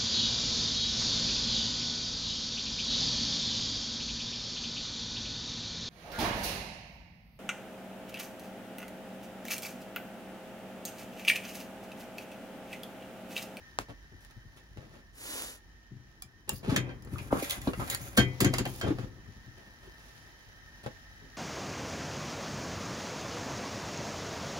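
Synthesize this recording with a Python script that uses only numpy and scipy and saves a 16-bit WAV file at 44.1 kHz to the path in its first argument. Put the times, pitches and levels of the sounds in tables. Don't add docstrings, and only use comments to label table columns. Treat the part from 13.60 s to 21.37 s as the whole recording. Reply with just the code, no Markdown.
import sys
import numpy as np
from scipy import signal
from scipy.fft import rfft, irfft, next_fast_len
from scipy.io import wavfile

SR = 44100
rng = np.random.default_rng(int(sys.argv[2]) if len(sys.argv) > 2 else 0)


def generate_wav(sig):
    pcm = np.round(np.clip(np.atleast_2d(sig).T, -1, 1) * 32767).astype(np.int16)
    wavfile.write(sys.argv[1], SR, pcm)


N = 342604
TIME = np.arange(N) / SR
PORT_LAG_MS = 0.183


def amp(db):
    return 10 ** (np.asarray(db) / 20)


def unit(x):
    return x / np.sqrt(np.mean(x ** 2))


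def fade(t, t60):
    return amp(-60 * t / t60)


def add(track, start, x):
    i = max(int(start * SR), 0)
    track[..., i:i + x.shape[-1]] += x[..., :N - i]


def colour(x, points, tilt_db=0, scale=1):
    size = next_fast_len(len(x) + SR // 8)
    hz = np.maximum(np.fft.rfftfreq(size, 1 / SR), 1)
    knot_hz, knot_db = np.transpose(points)
    db = scale * np.interp(np.log(hz), np.log(knot_hz), knot_db)
    db += tilt_db * np.log2(np.maximum(hz, 450) / 1000)
    return irfft(rfft(x, size) * amp(db), size)[:len(x)]


def resonate(x, rows):
    size = next_fast_len(len(x) + SR // 8)
    hz = np.fft.rfftfreq(size, 1 / SR)
    gain = sum(amp(db) / (1 + 2j * (hz - centre) / width) for centre, width, db in rows)
    return irfft(rfft(x, size) * gain, size)[:len(x)]


def delay(x, lag_ms):
    size = next_fast_len(len(x) + SR // 8)
    turns = np.fft.rfftfreq(size, 1 / SR) * lag_ms / 1000
    return irfft(rfft(x, size) * np.exp(-2j * np.pi * turns), size)[:len(x)]


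def noise(points, size=N, tilt_db=0):
    return unit(colour(rng.standard_normal(size), points, tilt_db))


def walk(rate, size=N):
    steps = rng.standard_normal(2048)
    return np.interp(np.arange(size) / SR * rate, np.arange(len(steps)), steps)


def swells(rows, power=0.38):
    gain = np.zeros(N)
    for start, length, db in rows:
        progress = np.clip((TIME - start) / length, 0, 1)
        gain += amp(db) * np.abs(np.sin(np.pi * progress)) ** power
    return gain


def friction(points, grain_db, flutter_db, size=N, tilt_db=0):
    slips = rng.standard_normal(size) * amp(grain_db * np.minimum(rng.exponential(size=size), 7))
    pressure = amp(flutter_db * walk(90, size))
    return unit(colour(slips * pressure, points, tilt_db))


# frequency in Hz, gain of the side signal in dB.
PORT_SPREAD = [(40, -15), (300, -2.5), (1000, 0.5), (5000, 4), (7000, 9.5), (10000, -42), (16000, -21)]

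def ports(mid, side, lag_ms=PORT_LAG_MS):
    side = colour(side, PORT_SPREAD)
    return np.array([delay(mid + side, lag_ms), mid - side])


# frequency in Hz, relative level in dB.
ROOM_COLOUR = [(50, 2), (300, 3), (3000, -2), (7000, -5), (16000, -6)]

def room(x, wet_db, lag_ms=PORT_LAG_MS, t60=0.13, gap_s=0.00075):
    t = TIME[:SR // 2]
    tail = fade(t, t60) * np.clip(t / gap_s - 1, 0, 1)
    tail *= amp(wet_db) / np.sqrt(np.sum(tail ** 2))
    common, apart = (signal.fftconvolve(x, noise(ROOM_COLOUR, len(t)) * tail)[:len(x)] for _ in range(2))
    return ports(x + common, apart, lag_ms)


# frequency in Hz, relative level in dB.
RUMBLE_COLOUR = [(18, -20), (32, -4.5), (50, 12.5), (75, -23), (150, -17), (600, -65)]

def room_tone():
    return amp(-59.5) * noise(RUMBLE_COLOUR)


# frequency in Hz, relative level in dB.
FRAME_COLOUR = [(18, -79), (33, 0.5), (50, 4.5), (110, 0.5), (190, -5), (330, -6), (550, -19), (1200, -21),
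                (4000, -45)]

def tremble(resting_db=-64.5, handling_db=-50.5, lift_s=2.94, let_go_s=5.46, attack_s=0.15):
    grip = np.clip((TIME - lift_s) / attack_s, 0, 1)
    release = fade(np.maximum(TIME - let_go_s, 0), t60=0.97)
    level = amp(resting_db) + amp(handling_db) * grip * release
    return level * noise(FRAME_COLOUR) * amp(2 * walk(24))


# time in seconds, level in dB.
SIMMER_LEVEL = [(0, -56.5), (1.4, -61.5), (4.5, -61.5), (5.9, -56), (6.8, -55), (7.77, -53)]
# centre in Hz, half-width in Hz, relative level in dB.
CHAMBER_MODES = [(1287, 18, -4.5), (1663, 174, -4), (1823, 24, 7), (1998, 24, -3), (3080, 30, -4),
                 (3890, 41, -11), (5230, 85, -13), (5930, 34, -8), (8500, 74, -42)]
# frequency in Hz, relative level in dB.
HISS_COLOUR = [(100, 13), (400, 1), (900, 3.5), (1800, -10.5), (2300, -1.5), (2900, -3), (5900, -5.5),
               (6400, -11.5), (9000, -14), (16000, -12.5)]
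# start and length in seconds, level in dB.
STEAM_WISPS = [(4.6, 0.897, -57)]

def simmer(whistle_db=-5, fizz_db=-5):
    hz = np.fft.rfftfreq(N, 1 / SR)
    chamber = sum(amp(db) / (1 + ((hz - centre) / width) ** 2) for centre, width, db in CHAMBER_MODES)
    whistle = unit(irfft(rfft(rng.standard_normal(N)) * chamber, N)) * amp(1.4 * walk(29))
    hiss = friction(HISS_COLOUR, grain_db=3.5, flutter_db=0.5) * amp(1.3 * walk(6))
    level = amp(np.interp(TIME, *np.transpose(SIMMER_LEVEL)))
    return level * (amp(whistle_db) * whistle + amp(fizz_db) * hiss) + swells(STEAM_WISPS) * hiss


# frequency in Hz, relative level in dB.
CLOTH_COLOUR = [(60, 6.5), (250, 7.5), (700, 2), (1500, -1), (3500, -2), (6000, -7.5), (9000, -8),
                (16000, -13.5)]

def scuff(length, tilt_db):
    age = TIME[:SR // 2] / length
    envelope = np.minimum(age / 0.052, 1) / (1 + age ** 8)
    return envelope * friction(CLOTH_COLOUR, grain_db=4.5, flutter_db=2.5, size=len(age), tilt_db=tilt_db)


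# start in seconds, level in dB, length in seconds, tilt in dB per octave.
SCUFFS = [(0.188, -50.5, 0.04, 0.5), (0.282, -48.5, 0.03, -3.5), (0.518, -57, 0.0075, -21),
          (0.603, -62, 0.057, 2.5), (0.708, -55.5, 0.0079, 0.5), (0.961, -59.5, 0.049, -0.5),
          (1.171, -51.5, 0.019, -3.5), (1.177, -57, 0.1, -3.5), (1.289, -58.5, 0.12, -2.5),
          (2.876, -49, 0.062, -2.5), (2.923, -48, 0.058, 12), (3.028, -44, 0.1, -3),
          (3.092, -32.5, 0.051, -2.5), (3.47, -43.5, 0.0084, -5), (4.567, -29, 0.021, 5.5),
          (4.924, -44.5, 0.079, 0), (5.069, -48, 0.14, 6), (5.231, -33, 0.082, -6.5),
          (5.428, -46, 0.024, -5), (5.964, -60.5, 0.14, -2), (6.226, -59.5, 0.055, -1.5),
          (6.387, -61.5, 0.27, 1), (7.23, -54.5, 0.04, -1), (7.26, -41.5, 0.017, -4.5),
          (7.616, -57, 0.054, -18)]

def cloth():
    out = np.zeros(N)
    for start, db, length, tilt_db in SCUFFS:
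        add(out, start, amp(db) * scuff(length, tilt_db))
    return out


# start and length in seconds, level in dB.
TAPE_PULL = [(1.515, 0.5, -38.5)]
# frequency in Hz, relative level in dB.
TAPE_COLOUR = [(100, -6), (260, 5), (800, 1), (2000, 1.5), (3500, 1.5), (5500, -0.5), (9000, 5),
               (12000, -2), (16000, -2.5)]

def tape():
    return swells(TAPE_PULL, power=1.7) * friction(TAPE_COLOUR, grain_db=3, flutter_db=1)


def pop(high_hz, low_hz, length, fall_share=0.376):
    t = TIME[:SR // 4]
    hz = low_hz + (high_hz - low_hz) * np.exp(-t / (fall_share * length))
    age = 2 * t / length
    swell = age ** 2 * np.exp(2 * (1 - age))
    rustle = amp(-27) * noise(CLOTH_COLOUR, len(t), tilt_db=-2.5) * fade(t, t60=0.15)
    return swell * np.sin(2 * np.pi * np.cumsum(hz) / SR) + rustle


# start in seconds, knock level in dB, click level in dB, the knock's starting pitch in Hz.
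FINGER_TAPS = [(.188, -12, -16, 1770), (7.2625, -25.5, -39, 1390)]

def taps(click_hz=9500, fall_ratio=0.52):
    out = np.zeros(N)
    for start, knock_db, click_db, hz in FINGER_TAPS:
        fingertip = amp(knock_db) * pop(hz, hz * fall_ratio, length=0.00071)
        nail = amp(click_db) * pop(click_hz, click_hz * fall_ratio, length=0.00021)
        add(out, start, fingertip + nail)
    return out


# frequency in Hz, relative level in dB, decay time as a multiple of the blow's t60.
BOARD_MODES = [(52, -15, 1.4), (80, -8, 1), (99, -3.5, .9), (126, 1, 1), (152, -4, .7), (190, 0, .65),
               (255, 1, .5), (288, -1, .6), (318, 0, .55), (348, -3, .7), (384, -5, .7), (514, -16, 1.4),
               (706, -17, .8)]

def thump(cut_hz, t60, rise_s=0.0003):
    t = TIME[:SR // 2]
    detune = 1 + 0.012 * rng.standard_normal(len(BOARD_MODES))
    board = sum((-1) ** k * amp(db) * np.sin(2 * np.pi * hz * detune[k] * t) * fade(t, t60 * hold)
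                for k, (hz, db, hold) in enumerate(BOARD_MODES))
    frame = amp(-3) * noise(FRAME_COLOUR, len(t), tilt_db=0.96) * fade(t, t60)
    padding = signal.butter(2, cut_hz, fs=SR, output="sos")
    blow = signal.sosfilt(padding, (board + frame) * (1 - np.exp(-t / rise_s)))
    return blow / np.abs(blow).max()


# start in seconds, peak level in dB, t60 in seconds.
PADDED_BLOWS = [(0.529, -44, 0.12), (0.762, -41, 0.081), (0.85, -47.5, 0.055), (1.112, -48, 0.032),
                (1.162, -39.5, 0.18), (2.307, -40, 0.56), (2.639, -49, 0.13), (2.92, -31.5, 0.21),
                (3.076, -21, 0.095), (3.112, -22, 0.66), (3.519, -28.5, 0.35), (3.598, -34.5, 0.079),
                (3.968, -36.5, 0.26), (4.175, -29, 0.15), (4.398, -35, 0.26), (4.875, -28, 0.084),
                (5.003, -22, 0.074), (5.242, -29.5, 0.87), (5.432, -32, 0.058), (5.681, -42, 0.11),
                (5.763, -43, 0.073), (5.867, -40.5, 0.25), (7.266, -46.5, 0.16)]

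def padded_blows(soft_db=-32.5, soft_cut_hz=220, doubling_db=28):
    out = np.zeros(N)
    for start, db, t60 in PADDED_BLOWS:
        cut_hz = soft_cut_hz * 2 ** ((db - soft_db) / doubling_db)
        add(out, start, amp(db) * thump(cut_hz, t60))
    return out


# start in seconds, level in dB, starting and final pitch in Hz.
HOLLOW_KNOCKS = [(0.188, -41, 432, 303), (2.895, -33, 920, 864), (3.116, -23.5, 330, 246),
                 (3.558, -35.5, 1340, 1260), (3.726, -14, 1530, 187), (3.823, -26.5, 940, 234),
                 (4.072, -21, 1110, 218), (4.579, -17.5, 279, 195), (4.593, -27.5, 137, 111),
                 (4.805, -29, 1420, 960), (4.843, -22, 354, 253), (4.934, -29, 780, 645),
                 (5.303, -21, 384, 300), (6.273, -45, 428, 355)]

def hollow_knocks(cycles=5.08):
    out = np.zeros(N)
    for start, db, high_hz, low_hz in HOLLOW_KNOCKS:
        length = cycles / np.mean([high_hz, low_hz])
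        add(out, start, amp(db) * pop(high_hz, low_hz, length))
    return out


# frequency in Hz, relative level in dB, t60 in seconds.
PLATE_MODES = [(1244, -18, .42), (1464, -21, .45), (1571, 3, .13), (1618, -5, .14), (1804, -7, .17),
               (1997, -5.5, .43), (2137, -15, .4), (2246, -3, .36), (2471, -6, .33), (2923, -11, .22),
               (3168, 1, .24), (3250, -7, .2), (3676, -2, .08), (4351, 1, .11), (4875, -8, .14),
               (5845, -7, .14)]

def soleplate(t, twin_db=-12, min_beat_hz=9):
    ring = np.zeros(len(t))
    for hz, db, t60 in PLATE_MODES:
        phase, twin_phase, split = rng.uniform(0, 1, 3)
        twin_hz = hz + min_beat_hz * (1 + split)
        mode = np.sin(2 * np.pi * (hz * t + phase))
        twin = amp(twin_db) * np.sin(2 * np.pi * (twin_hz * t + twin_phase))
        ring += amp(db) * (mode + twin) * fade(t, t60)
    return ring


# start and length in seconds, level in dB.
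IRON_STROKES = [(3.48, 0.23, -56), (3.71, 0.28, -43), (3.96, 0.43, -53), (4.18, 0.39, -50)]
# frequency in Hz, relative level in dB.
GLIDE_COLOUR = [(100, -28), (550, 27), (1000, 20), (2000, 23), (4000, 16), (5500, 13), (9000, 18),
                (12000, 17.5), (16000, 11.5)]
# start in seconds, level in dB, length in seconds,
# tilt in dB per octave, body resonance in Hz.
CATCHES = [(2.934, -54, 0.063, 9, 4650), (3.2, -47.5, 0.13, -6.5, 2450), (3.53, -58, 0.083, -6, 1300),
           (3.58, -49, 0.023, 2, 2460), (3.705, -37.5, 0.082, -8, 1290), (3.821, -38.5, 0.036, 6.5, 2230),
           (3.895, -35.5, 0.036, 7.5, 3360), (3.901, -41, 0.03, 5, 2000), (4.0728, -31, 0.01, -6, 4160),
           (4.071, -38, 0.019, -9, 1160), (4.194, -39.5, 0.033, -4.5, 1240), (4.299, -31.5, 0.04, 12, 3800),
           (4.31, -42, 0.044, 0.5, 1930), (4.41, -44, 0.093, 18, 6200)]

def glide(body_q=7, body_db=15.5, plate_db=-5, plate_width_hz=41):
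    sliding = friction(GLIDE_COLOUR, grain_db=4, flutter_db=1.5)
    surge = amp(2.5 * walk(30))
    out = swells(IRON_STROKES) * sliding * surge
    plate = [(hz, plate_width_hz, db + plate_db) for hz, db, _ in PLATE_MODES]
    for start, db, length, tilt_db, hz in CATCHES:
        rub = scuff(length, tilt_db)
        rung = rub + resonate(rub, plate + [(hz, hz / body_q, body_db)])
        add(out, start, amp(db) * rung * np.std(rub) / np.std(rung))
    return out


# frequency in Hz, relative level in dB.
SHELL_COLOUR = [(150, -71), (500, 1), (950, -6), (1500, -0.5), (2050, -3.5), (2650, 0), (3800, -2),
                (5200, -6), (6200, -8), (7200, -0.5), (10500, -8.5), (16000, -10.5)]
# start in seconds, level in dB, low and high ring in Hz.
CLICKS = [(2.6216, -24.5, 2370, 5070), (2.8922, -12.5, 2770, 7240), (3.4224, -41.5, 2360, 4980),
          (3.582, -39.5, 2420, 4700), (3.448, -41.5, 1940, 7600), (3.898, -24, 3330, 3820),
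          (3.9065, -20, 3400, 4180), (4.016, -29, 1950, 3500), (4.2994, -18, 1880, 7000),
          (4.3466, -16, 1880, 4280)]

def clicks(rise_s=0.0007):
    out = np.zeros(N)
    t = TIME[:SR // 4]
    attack = 1 - np.exp(-t / rise_s)
    for start, db, low_hz, high_hz in CLICKS:
        snap = amp(-2) * noise(SHELL_COLOUR, len(t), tilt_db=4.5) * fade(t, t60=0.015)
        rattle = amp(-24) * noise(SHELL_COLOUR, len(t)) * fade(t, t60=0.045)
        high = np.sin(2 * np.pi * high_hz * t) * fade(t, t60=0.019)
        low = amp(-5.5) * np.sin(2 * np.pi * low_hz * t) * fade(t, t60=0.045)
        add(out, start, amp(db) * (snap + rattle + amp(-12) * (high + low)) * attack)
    return out


def loose_parts(t, hz=2060, width_hz=320):
    jiggle = rng.standard_normal(len(t)) * amp(4 * walk(250, len(t)))
    return unit(resonate(jiggle, [(hz, width_hz, 0)])) * fade(t, t60=0.13)


def clack(tilt_db, t60, ring_db, low_hz, high_hz, shell_q=9.2, snap_s=0.0041, rise_s=0.00055):
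    t = TIME[:SR // 2]
    snap = noise(SHELL_COLOUR, len(t), tilt_db + 2.5) / (1 + (t / snap_s) ** 4)
    rattle = noise(SHELL_COLOUR, len(t), tilt_db) * fade(t, t60) * amp(-3.5 * walk(435, len(t)))
    contact = amp(-6.5) * snap + amp(-8.5) * rattle
    shell = resonate(contact, [(low_hz, low_hz / shell_q, 5.5), (high_hz, high_hz / shell_q, 1.5)])
    loose = amp(-17.5) * loose_parts(t)
    plate = amp(ring_db - 12) * soleplate(t)
    return (contact + shell + loose + plate) * (1 - np.exp(-t / rise_s))


# start in seconds, clack level in dB, soleplate trim in dB, board level in dB,
# low and high shell resonance in Hz, tilt in dB per octave, rattle t60 in seconds.
IRON_KNOCKS = [(3.161, -17, -13, -24.5, 1750, 3680, -2, 0.07),
               (3.291, -42, -4.5, -60, 1300, 2400, -10.5, 0.062),
               (4.1338, -29, -32, -62, 1240, 2780, -8, 0.016),
               (4.5745, -14, -0.5, -13, 1530, 3700, -2.5, 0.12),
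               (4.804, -16, -30, -17.5, 1250, 4840, 3.5, 0.11),
               (4.8453, -19.5, -8.5, -17.5, 2050, 6340, -2, 0.084),
               (4.937, -22, -25, -31, 830, 5020, -2.5, 0.063),
               (4.9825, -21, -25, -28, 940, 4670, -1, 0.077),
               (5.0528, -24.5, -30, -28.5, 837, 3040, -4.5, 0.059),
               (5.2114, -29, -2.5, -48, 1400, 4870, -3.5, 0.1),
               (5.264, -46, -11, -23, 1290, 2480, -11, 0.067),
               (5.385, -38, -21, -30.5, 860, 4600, -7.5, 0.037)]

def iron_knocks(board_lag_s=0.00488, scrub_lead_s=0.003):
    clacks, booms, scrubs = np.zeros((3, N))
    for start, db, ring_db, board_db, low_hz, high_hz, tilt_db, t60 in IRON_KNOCKS:
        add(clacks, start, amp(db) * clack(tilt_db, t60, ring_db, low_hz, high_hz))
        add(booms, start + board_lag_s, amp(board_db) * thump(cut_hz=860, t60=0.51))
        add(scrubs, start - scrub_lead_s, amp(board_db - 18) * scuff(length=0.045, tilt_db=-3))
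    return clacks, booms, scrubs


def scene():
    clacks, booms, scrubs = iron_knocks()
    iron = room(clacks + clicks(), wet_db=-10) + room(glide(), wet_db=-6.5)
    hollows = room(hollow_knocks(), wet_db=-16.5, lag_ms=0.03)
    steam = ports(simmer(), amp(-5) * simmer())
    board = room(booms + padded_blows(), wet_db=-15.5) + ports(tremble(), amp(-6.5) * tremble())
    cover = room(cloth() + scrubs, wet_db=-7)
    hands = room(tape(), wet_db=-13.5, lag_ms=-0.176) + room(taps(), wet_db=-21, lag_ms=-0.26)
    return room_tone() + steam + cover + hands + board + hollows + iron


# frequency in Hz, lean to the left in dB before each port takes its share.
PORT_BALANCE = [(35, -11.5), (90, 10.5), (180, 3.5), (300, 1.5), (1500, 0), (3500, -1), (5300, -6),
                (7500, 0), (16000, 0.5)]

def record(dry):
    left = colour(dry[0], PORT_BALANCE, scale=0.66)
    right = colour(dry[1], PORT_BALANCE, scale=-0.3)
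    bass_cut = signal.butter(3, 35, "highpass", fs=SR, output="sos")
    top_cut = signal.ellip(10, 0.2, 80, 15750, fs=SR, output="sos")
    return signal.sosfilt(top_cut, signal.sosfilt(bass_cut, np.array([left, right])))


dry = scene()
out = record(dry)
generate_wav(out)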